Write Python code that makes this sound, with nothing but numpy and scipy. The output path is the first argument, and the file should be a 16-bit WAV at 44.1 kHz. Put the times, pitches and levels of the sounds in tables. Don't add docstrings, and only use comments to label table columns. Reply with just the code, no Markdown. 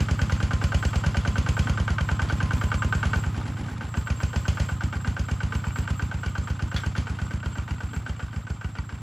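import sys
import numpy as np
from scipy import signal
from scipy.fft import rfft, irfft, next_fast_len
from scipy.io import wavfile
from scipy.ndimage import uniform_filter1d

SR = 44100
rng = np.random.default_rng(int(sys.argv[2]) if len(sys.argv) > 2 else 0)


def transcribe(signal):
    frames = np.atleast_2d(signal).T
    limited = np.clip(frames, -1, 1)
    pcm = np.round(limited * 32767).astype(np.int16)
    wavfile.write(sys.argv[1], SR, pcm)


N = 397773
TIME_S = np.arange(N) / SR
FFT_SIZE = next_fast_len(N + SR)
FREQ_HZ = np.maximum(np.arange(FFT_SIZE // 2 + 1) * SR / FFT_SIZE, 1e-3)


# pitch_hz, width_hz, gain_db, polarity
PIPE_MODES = [(65.5, 21, 18, -1), (100.3, 13.2, 17, 1), (152.2, 34, 18, 1), (201.5, 14.4, 13.5, 1),
              (243, 18, 8, -1), (291, 25, 2.5, 1)]
# pitch_hz, width_hz, gain_db, polarity
SHELL_MODES = [(380, 113, -5, 1), (865, 60, -4.5, -1), (3100, 160, -48, 1)]
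# freq_hz, gain_db
BARK_SPECTRUM = [(150, 20), (280, 2), (420, 6.5), (650, -11), (1050, -3.5), (1450, 7), (1750, -18),
                 (3100, -27.5), (4000, -49), (9000, -68.5)]
# freq_hz, gain_db
SPIT_SPECTRUM = [(380, -5), (540, 8), (750, -3), (1000, -20.5), (2000, -2.5), (3100, 0), (3700, -10),
                 (4600, -4.5), (5800, -10.5), (6650, -5), (7200, -16), (9500, -15), (13000, -37),
                 (15500, -25)]
# time_s, level_db
SILENCER_RATTLE = [(3.15, -68), (3.4, -47.5), (3.6, -57), (3.9, -60), (4.1, -78.5)]

def exhaust(fuel):
    opens_s = crank(0.216)
    load_db = 12 * (fuel - 1) + distance_db(opens_s)
    spit_db = -26 + 41.5 * (fuel - 1) + distance_db(opens_s)
    coasting = np.clip(1 - 2 * fuel, 0, 1)
    thud = slug(opens_s, load_db + 27 - 3 * coasting, PIPE_MODES)
    bark = burst(opens_s + 0.0019, load_db - 29, BARK_SPECTRUM,
                 rise_s=0.001, decay_s=0.021, tail_db=-12, tail_s=0.025, alike=0.092)
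    spit = burst(opens_s + 0.0013, spit_db, SPIT_SPECTRUM,
                 rise_s=0.0031, decay_s=0.0023, tail_db=-25.5, tail_s=0.055, alike=0.56)
    labour_db = -25 * speed_octaves(opens_s)
    shake_db = load_db + 1.5 + labour_db + 2 * rng.standard_normal(len(opens_s))
    shake = filtered(impulses(opens_s + 0.003314, shake_db), resonances(BLOCK_MODES + SHELL_MODES))
    rattle = noise(resonances(SHELL_MODES)) * undb(curve(SILENCER_RATTLE, TIME_S) + 4 * wander(41))
    return thud + bark + spit + shake + rattle


# pitch_hz, width_hz, gain_db, polarity
AIRBOX_MODES = [(106, 20.2, 18, -1), (134.8, 129, 9.5, 1), (241.4, 19, 7, -1)]
# freq_hz, gain_db
RUSH_SPECTRUM = [(300, 14), (700, -35), (1000, -2), (1250, 27), (1550, -1), (1900, -32), (3500, 8.5),
                 (8000, -35)]

def intake():
    opens_s, shuts_s = crank(0.502), crank(0.769)
    suction_db = 1.05 + 10.5 * speed_octaves(opens_s) + distance_db(opens_s)
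    gulp = slug(opens_s, suction_db + 23.5, AIRBOX_MODES) + slug(shuts_s, suction_db + 25, AIRBOX_MODES)
    clack = burst(opens_s + 0.00162, 1.6 * suction_db - 33, BARK_SPECTRUM,
                  rise_s=0.00077, decay_s=0.005, tail_db=18, tail_s=0.0087, alike=0.53)
    rush = burst(crank(0.61), 0.82 * suction_db - 45, RUSH_SPECTRUM,
                 rise_s=0.015, decay_s=0.0091, tail_db=-38, tail_s=0.023, alike=0.31)
    return gulp + clack + rush


# pitch_hz, width_hz, gain_db, polarity
BLOCK_MODES = [(300, 43, -21, 1), (707, 35, -16.5, -1), (796, 29, -11.5, 1), (898, 33, -10.5, 1),
               (1158, 32, -11.5, -1), (1206, 52, -4, 1), (1304, 33, -17, 1), (1379, 32, -15, -1),
               (1438, 33, -6, -1), (1473, 28, -4.5, 1), (1522, 59, -0.5, -1), (1597, 73, -11, 1),
               (1810, 60, -18, -1), (2217, 59, -17.5, -1), (2773, 31, -17.5, -1), (3100, 35, -20, -1)]
# pitch_hz, width_hz, gain_db, polarity
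FRAME_MODES = [(470, 45, -5, 1), (570, 37, -1, -1), (699, 48, -1.5, 1), (804, 29, 0, -1),
               (895, 45, -0.5, 1)]
# freq_hz, gain_db
CRACK_SPECTRUM = [(250, -23), (450, -1), (900, -4.5), (1200, -11), (1550, 11), (1750, -7.5), (2800, -9.5),
                  (3800, -20), (6500, -23.5), (9000, -45), (15000, -76)]
# time_s, gain_db
KNOCK_HARDNESS = [(0, -28), (1.77, -27), (1.88, -23), (2.3, -25.5), (2.5, -27), (2.7, -23), (3.15, -22),
                  (3.34, -42.5), (3.68, -42.5), (3.86, -29), (4.25, -32), (4.45, -32.5), (4.57, -28.5),
                  (6.9, -28.5), (7.55, -35), (8.19, -29.5), (8.33, -37.5), (8.7, -35)]

def combustion_knock():
    fired_s, slaps_s = crank(0), crank(0.085)
    knock_jitter, slap_jitter, lag_jitter = rng.standard_normal((len(fired_s), 3)).T
    knock_db = curve(KNOCK_HARDNESS, fired_s) + distance_db(fired_s) + 0.5 * knock_jitter
    slap_db = 0.73 * knock_db + 21.5 + 2 * slap_jitter
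    frame_db = 10.5 + 41 * (curve(GOVERNOR_FUEL, slaps_s) - 1) + distance_db(slaps_s)
    ring = strike(fired_s + 0.0008, knock_db + 47, BLOCK_MODES, scatter=0.1)
    slap = strike(slaps_s + 0.00201 * lag_jitter, slap_db, BLOCK_MODES, scatter=1.0)
    covers = strike(fired_s + 0.002013, 0.66 * knock_db + 20.5, COVER_MODES, scatter=0.73)
    frame = strike(slaps_s, frame_db, FRAME_MODES, scatter=0.87)
    crack = burst(fired_s + 0.00046, 0.57 * knock_db - 17, CRACK_SPECTRUM,
                  rise_s=0.0009, decay_s=0.015, tail_db=-6, tail_s=0.033, alike=0.34)
    return ring + slap + covers + frame + crack


# pitch_hz, width_hz, gain_db, polarity
COVER_MODES = [(570, 49, -11.5, 1), (958, 57, -2.5, -1), (1167, 28, -1.5, 1), (1400, 45, -0.5, -1),
               (1475, 12.3, 2.5, 1), (1920, 44, -10, -1), (2310, 62, -8.5, 1), (2670, 50, -11, -1),
               (2850, 43, -8, 1), (3170, 43, -9, -1), (4480, 90, -17.5, 1), (4840, 76, -19.5, -1)]
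# start_s, gain_db
COVER_CLANKS = [(4.36, 11), (4.48, 9), (5.552, 8.5), (7.217, 5), (7.46, 11), (7.583, 8), (7.708, 2),
                (7.965, -3), (8.095, 4), (8.644, 8), (8.786, 8.5)]

def loose_metal(rattles_per_s=45):
    blows_s, tappets_s = crank(0.245), crank(0.65)
    shake_jitter, tappet_jitter, lag_jitter = rng.standard_normal((len(blows_s), 3)).T
    shake_db = 7 + 16 * (curve(GOVERNOR_FUEL, blows_s) - 1) + distance_db(blows_s) + 3 * shake_jitter
    covers = strike(blows_s, shake_db, COVER_MODES, scatter=0.61)
    clanks = strike(*np.transpose(COVER_CLANKS), COVER_MODES, scatter=0.5)
    tappet_db = distance_db(tappets_s) + 1.3 * tappet_jitter
    valves = strike(tappets_s + 0.005 * lag_jitter, tappet_db, BLOCK_MODES, scatter=0.66)
    rattles_s = np.sort(rng.uniform(0, N / SR, int(rattles_per_s * N / SR)))
    rattle_db = -6 + distance_db(rattles_s) + 5 * rng.standard_normal(len(rattles_s))
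    rattles = strike(rattles_s, rattle_db, COVER_MODES, scatter=1.6)
    return covers + clanks + valves + rattles


# freq_hz, gain_db
CHATTER_SPECTRUM = [(30, -12), (100, 8.5), (250, 14), (400, -4), (650, -4.5), (820, 1), (1100, -2),
                    (1500, -5.5), (1800, -5), (3100, -10.5), (3800, -14), (6500, -19), (9000, -18.5),
                    (13000, -40.5)]

def gears():
    fired_s = crank(0)
    phase = np.interp(TIME_S, fired_s, np.arange(len(fired_s))) % 1
    stirred_db = np.interp(phase, [0, 0.3, 0.7, 1], [-0.5, 2.5, -2.0, -4.5])
    grain = undb(1.9 * wander(250) + wander(35))
    level_db = -38 + 11 * speed_octaves(TIME_S) + distance_db(TIME_S) + stirred_db
    return noise(resonant_free := spectrum(CHATTER_SPECTRUM)) * grain * undb(level_db)


# pitch_hz, width_hz, gain_db, polarity
BELT_MODES = [(7490, 51, 1.5, 1), (7425, 140, -4, 1), (7830, 90, -6, 1), (12900, 360, -23.5, 1),
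              (14510, 104, -14, 1)]
# centre_s, half_width_s, boost_db
BELT_SLIPS = [(0.02, 0.039, 2), (0.876, 0.088, 5), (1.564, 0.056, 7), (2.604, .08, 6.5), (2.782, 0.048, 7),
              (2.985, 0.067, 7.5), (3.2, .08, 5), (3.6, 0.028, 6), (4.032, 0.1, 5), (4.353, .25, 4.5),
              (4.755, 0.05, 5.5), (5.32, 0.12, 3.5), (5.57, 0.034, 5), (5.97, 0.29, 7.5), (6.767, .08, 5),
              (7.966, 0.063, 7.5), (8.396, 0.069, 2)]

def belt():
    slip_db = sum(boost_db * np.exp(-((TIME_S - centre_s) / half_width_s) ** 2)
                  for centre_s, half_width_s, boost_db in BELT_SLIPS)
    level_db = -53.5 + 7 * (curve(GOVERNOR_FUEL, TIME_S) - 1) + distance_db(TIME_S) + slip_db
    return noise(resonances(BELT_MODES, order=2)) * undb(level_db + 2 * wander(25))


# start_s, level_db, decay_s
CLOD_SCRAPES = [(1.17, -37, 0.0099), (2.286, -39, 0.034), (4.372, -47, .03), (4.489, -45, 0.016),
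                (6.762, -31.5, 0.031), (6.963, -38, 0.035)]
# freq_hz, gain_db
SCRAPE_SPECTRUM = [(500, -1), (1500, 11), (2700, 3), (3400, 6), (4000, 1.5), (4600, -1), (5600, -1.5),
                   (7000, -8), (11000, -15), (15500, -24)]
# pitch_hz, width_hz, gain_db, polarity
BLADE_MODES = [(3370, 40, -1, 1), (3500, 15, -1.5, -1), (4280, 33, -6, 1), (4610, 26, 1, -1)]

def plough():
    scrapes = sum(burst(np.array([start_s]), level_db, SCRAPE_SPECTRUM,
                        rise_s=0.00077, decay_s=decay_s, tail_db=-35, tail_s=0.036, alike=0)
                  for start_s, level_db, decay_s in CLOD_SCRAPES)
    grit = undb(0.83 * wander(700))
    starts_s, levels_db, _ = np.transpose(CLOD_SCRAPES)
    blade = strike(starts_s + 0.0022, levels_db + 41.5, BLADE_MODES, scatter=0.3)
    return scrapes * grit + blade


# time_s, level_db
GUARD_LEVEL = [(0, -61), (.3, -50.5), (1.5, -50), (3.2, -51), (3.45, -64), (3.9, -58), (4.3, -53.5),
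               (4.7, -55.5), (9, -68)]

def guard():
    pitch_hz = 1043 + 8 * wander(5) + 9 * wander(40)
    tone = np.sqrt(2) * np.sin(2 * np.pi * np.cumsum(pitch_hz) / SR)
    return tone * undb(curve(GUARD_LEVEL, TIME_S) + 2 * wander(18))


def dry_joint(start_s=0.7, end_s=1.8):
    times_s = crank(0.53)
    times_s = times_s[(times_s > start_s) & (times_s < end_s)]
    t = TIME_S[:SR // 10]
    chirp = np.sin(2 * np.pi * (3300 * t + 1500 * t ** 2)) * np.exp(-((t - 0.012) / 0.0076) ** 2)
    rubs = impulses(times_s, -47 + rng.standard_normal(len(times_s)))
    return filtered(rubs, rfft(chirp, FFT_SIZE)) * wander(400)


# time_s, firing_rate_hz
ENGINE_SPEED = [(0.0, 9.476), (1.43, 9.404), (1.64, 9.717), (1.97, 9.505), (3.17, 9.637), (3.6, 8.657),
                (3.84, 7.572), (4.25, 7.708), (4.52, 8.521), (5.07, 8.34), (5.7, 8.511), (6.66, 8.237),
                (6.94, 8.575), (8.23, 7.498), (8.51, 6.952), (9.0, 7.358)]

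def crank(phase, start_phase=0.2003):
    cycles_run = start_phase + np.cumsum(curve(ENGINE_SPEED, TIME_S)) / SR
    cycles = np.arange(int(cycles_run[-1] - 0.5) + 1)
    first_firing_s = -start_phase / ENGINE_SPEED[0][1]
    return np.interp(cycles + phase, np.append(0, cycles_run), np.append(first_firing_s, TIME_S))


def speed_octaves(times_s, full_speed_hz=9.5):
    return np.log2(curve(ENGINE_SPEED, times_s) / full_speed_hz)


# time_s, full_load_share
GOVERNOR_FUEL = [(0, 0.92), (1.57, 0.97), (1.78, 0.79), (3.15, 0.81), (3.35, 0.4), (3.62, .05),
                 (3.81, 0.24), (3.94, 0.78), (4.45, 0.99), (4.8, 0.79), (6.6, 0.8), (6.95, 0.88),
                 (7.2, 0.7), (8.8, 0.65)]
# time_s, missing_share
LEAN_CYCLES = [(0.506, 0.086), (4.688, 0.29), (4.925, 0.24), (5.639, 0.12), (6.113, 0.15), (7.068, 0.13),
               (8.193, 0.16), (8.89, 0.33)]

def fuel_per_cycle():
    fired_s = crank(0)
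    fuel = curve(GOVERNOR_FUEL, fired_s) + 0.021 * rng.standard_normal(len(fired_s))
    for time_s, missing_share in LEAN_CYCLES:
        fuel[np.argmin(abs(fired_s - time_s))] -= missing_share
    return fuel


# time_s, distance_m
TRACTOR_DISTANCE = [(0, 7), (3.2, 6.94), (9, 10.87)]

def distance_db(times_s):
    return 20 * np.log10(TRACTOR_DISTANCE[0][1] / curve(TRACTOR_DISTANCE, times_s))


def slug(times_s, gain_db, modes, corner_hz=78):
    response = resonances(modes) / (1 + 1j * FREQ_HZ / corner_hz) ** 2
    return filtered(impulses(times_s + 0.005, gain_db), response)


def burst(times_s, level_db, points, rise_s, decay_s, tail_db, tail_s, alike):
    t = TIME_S[:SR // 2]
    puff = (1 - np.exp(-(t / rise_s) ** 2)) * (np.exp(-t / decay_s) + undb(tail_db) * np.exp(-t / tail_s))
    puff /= puff.max()
    hits = impulses(times_s, level_db)
    fresh = filtered(hits, rfft(puff, FFT_SIZE)) * rng.standard_normal(N)
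    repeated = filtered(hits, rfft(puff * rng.standard_normal(len(t)), FFT_SIZE))
    puffs = np.sqrt(1 - alike) * fresh + np.sqrt(alike) * repeated
    response = spectrum(points)
    return filtered(puffs, response / np.sqrt(np.mean(response ** 2)))


def strike(times_s, gain_db, modes, scatter, contact_hz=5270):
    pitch_hz, width_hz, mode_db, polarity = np.transpose(modes)
    t = TIME_S[:SR // 5]
    rings = np.exp(np.pi * np.outer(2j * pitch_hz - width_hz, t))
    chance = rng.standard_normal((len(times_s), len(pitch_hz), 2)) @ [1, 1j]
    mode_gains = np.sign(polarity) * undb(mode_db) * 2 * np.pi * width_hz / SR
    weights = mode_gains * (1 + scatter * chance) / np.sqrt(1 + 2 * scatter ** 2)
    starts = np.round(times_s * SR).astype(int)
    blows = np.zeros(FFT_SIZE)
    for start, gain, ring in zip(starts, undb(gain_db), (weights @ rings).real):
        blows[start + np.arange(len(t))] += gain * ring
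    return filtered(blows[:N], 1 / (1 + 1j * FREQ_HZ / contact_hz - (FREQ_HZ / contact_hz) ** 2) ** 2)


def impulses(times_s, gain_db):
    train = np.zeros(FFT_SIZE)
    np.add.at(train, np.round(times_s * SR).astype(int) % FFT_SIZE, undb(gain_db))
    return train


def resonances(modes, order=1):
    response = 0
    for pitch_hz, width_hz, gain_db, polarity in modes:
        detuning = (FREQ_HZ / pitch_hz - pitch_hz / FREQ_HZ) * pitch_hz / width_hz
        response += np.sign(polarity) * undb(gain_db) / (1 + 1j * detuning) ** order
    return response


def spectrum(points):
    freq_hz, gain_db = np.transpose(points)
    return undb(np.interp(np.log(FREQ_HZ), np.log(freq_hz), gain_db))


def noise(response):
    x = filtered(rng.standard_normal(N), response)
    return x / x.std()


def wander(rate_hz):
    hold = int(SR / rate_hz)
    steps = np.repeat(rng.standard_normal(N // hold + 1), hold)
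    return np.sqrt(2) * uniform_filter1d(uniform_filter1d(steps, hold), hold)[:N]


def filtered(x, response):
    return irfft(rfft(x, FFT_SIZE) * response, FFT_SIZE)[:N]


def curve(rows, times_s):
    return np.interp(times_s, *np.transpose(rows))


def undb(db):
    return 10 ** (np.asarray(db) / 20)


def scene():
    engine = exhaust(fuel_per_cycle()) + intake() + combustion_knock() + loose_metal()
    tractor = engine + gears() + belt() + guard() + dry_joint() + plough()
    echo = rng.standard_normal(SR // 2) * np.exp(-TIME_S[:SR // 2] / 0.039)
    field = spectrum([(60, -37), (250, -25), (1300, -11.5), (3000, -16.5), (5000, -47), (8000, -52)])
    side = filtered(tractor, field * rfft(echo / np.linalg.norm(echo), FFT_SIZE))
    return np.array([tractor + side, tractor - side])


def record(dry):
    low_cut_hz, high_cut_hz, lag_above_hz, lag_s = 43, 15750, 6800, 1 / 3550
    dry = signal.sosfilt(signal.butter(4, low_cut_hz, "high", fs=SR, output="sos"), dry)
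    balance = spectrum([(50, -0.17), (200, -0.59), (600, -1.27), (1100, -0.73),
                        (1500, 1.0), (2200, 0.21), (4000, 0)])
    lag = np.exp(-2j * np.pi * np.maximum(FREQ_HZ - lag_above_hz, 0) * lag_s)
    ports = np.array([filtered(dry[0], balance * lag), filtered(dry[1], 1 / balance)])
    return signal.sosfilt(signal.ellip(10, 0.2, 80, high_cut_hz, fs=SR, output="sos"), ports)


dry = scene()
out = record(dry)
transcribe(out)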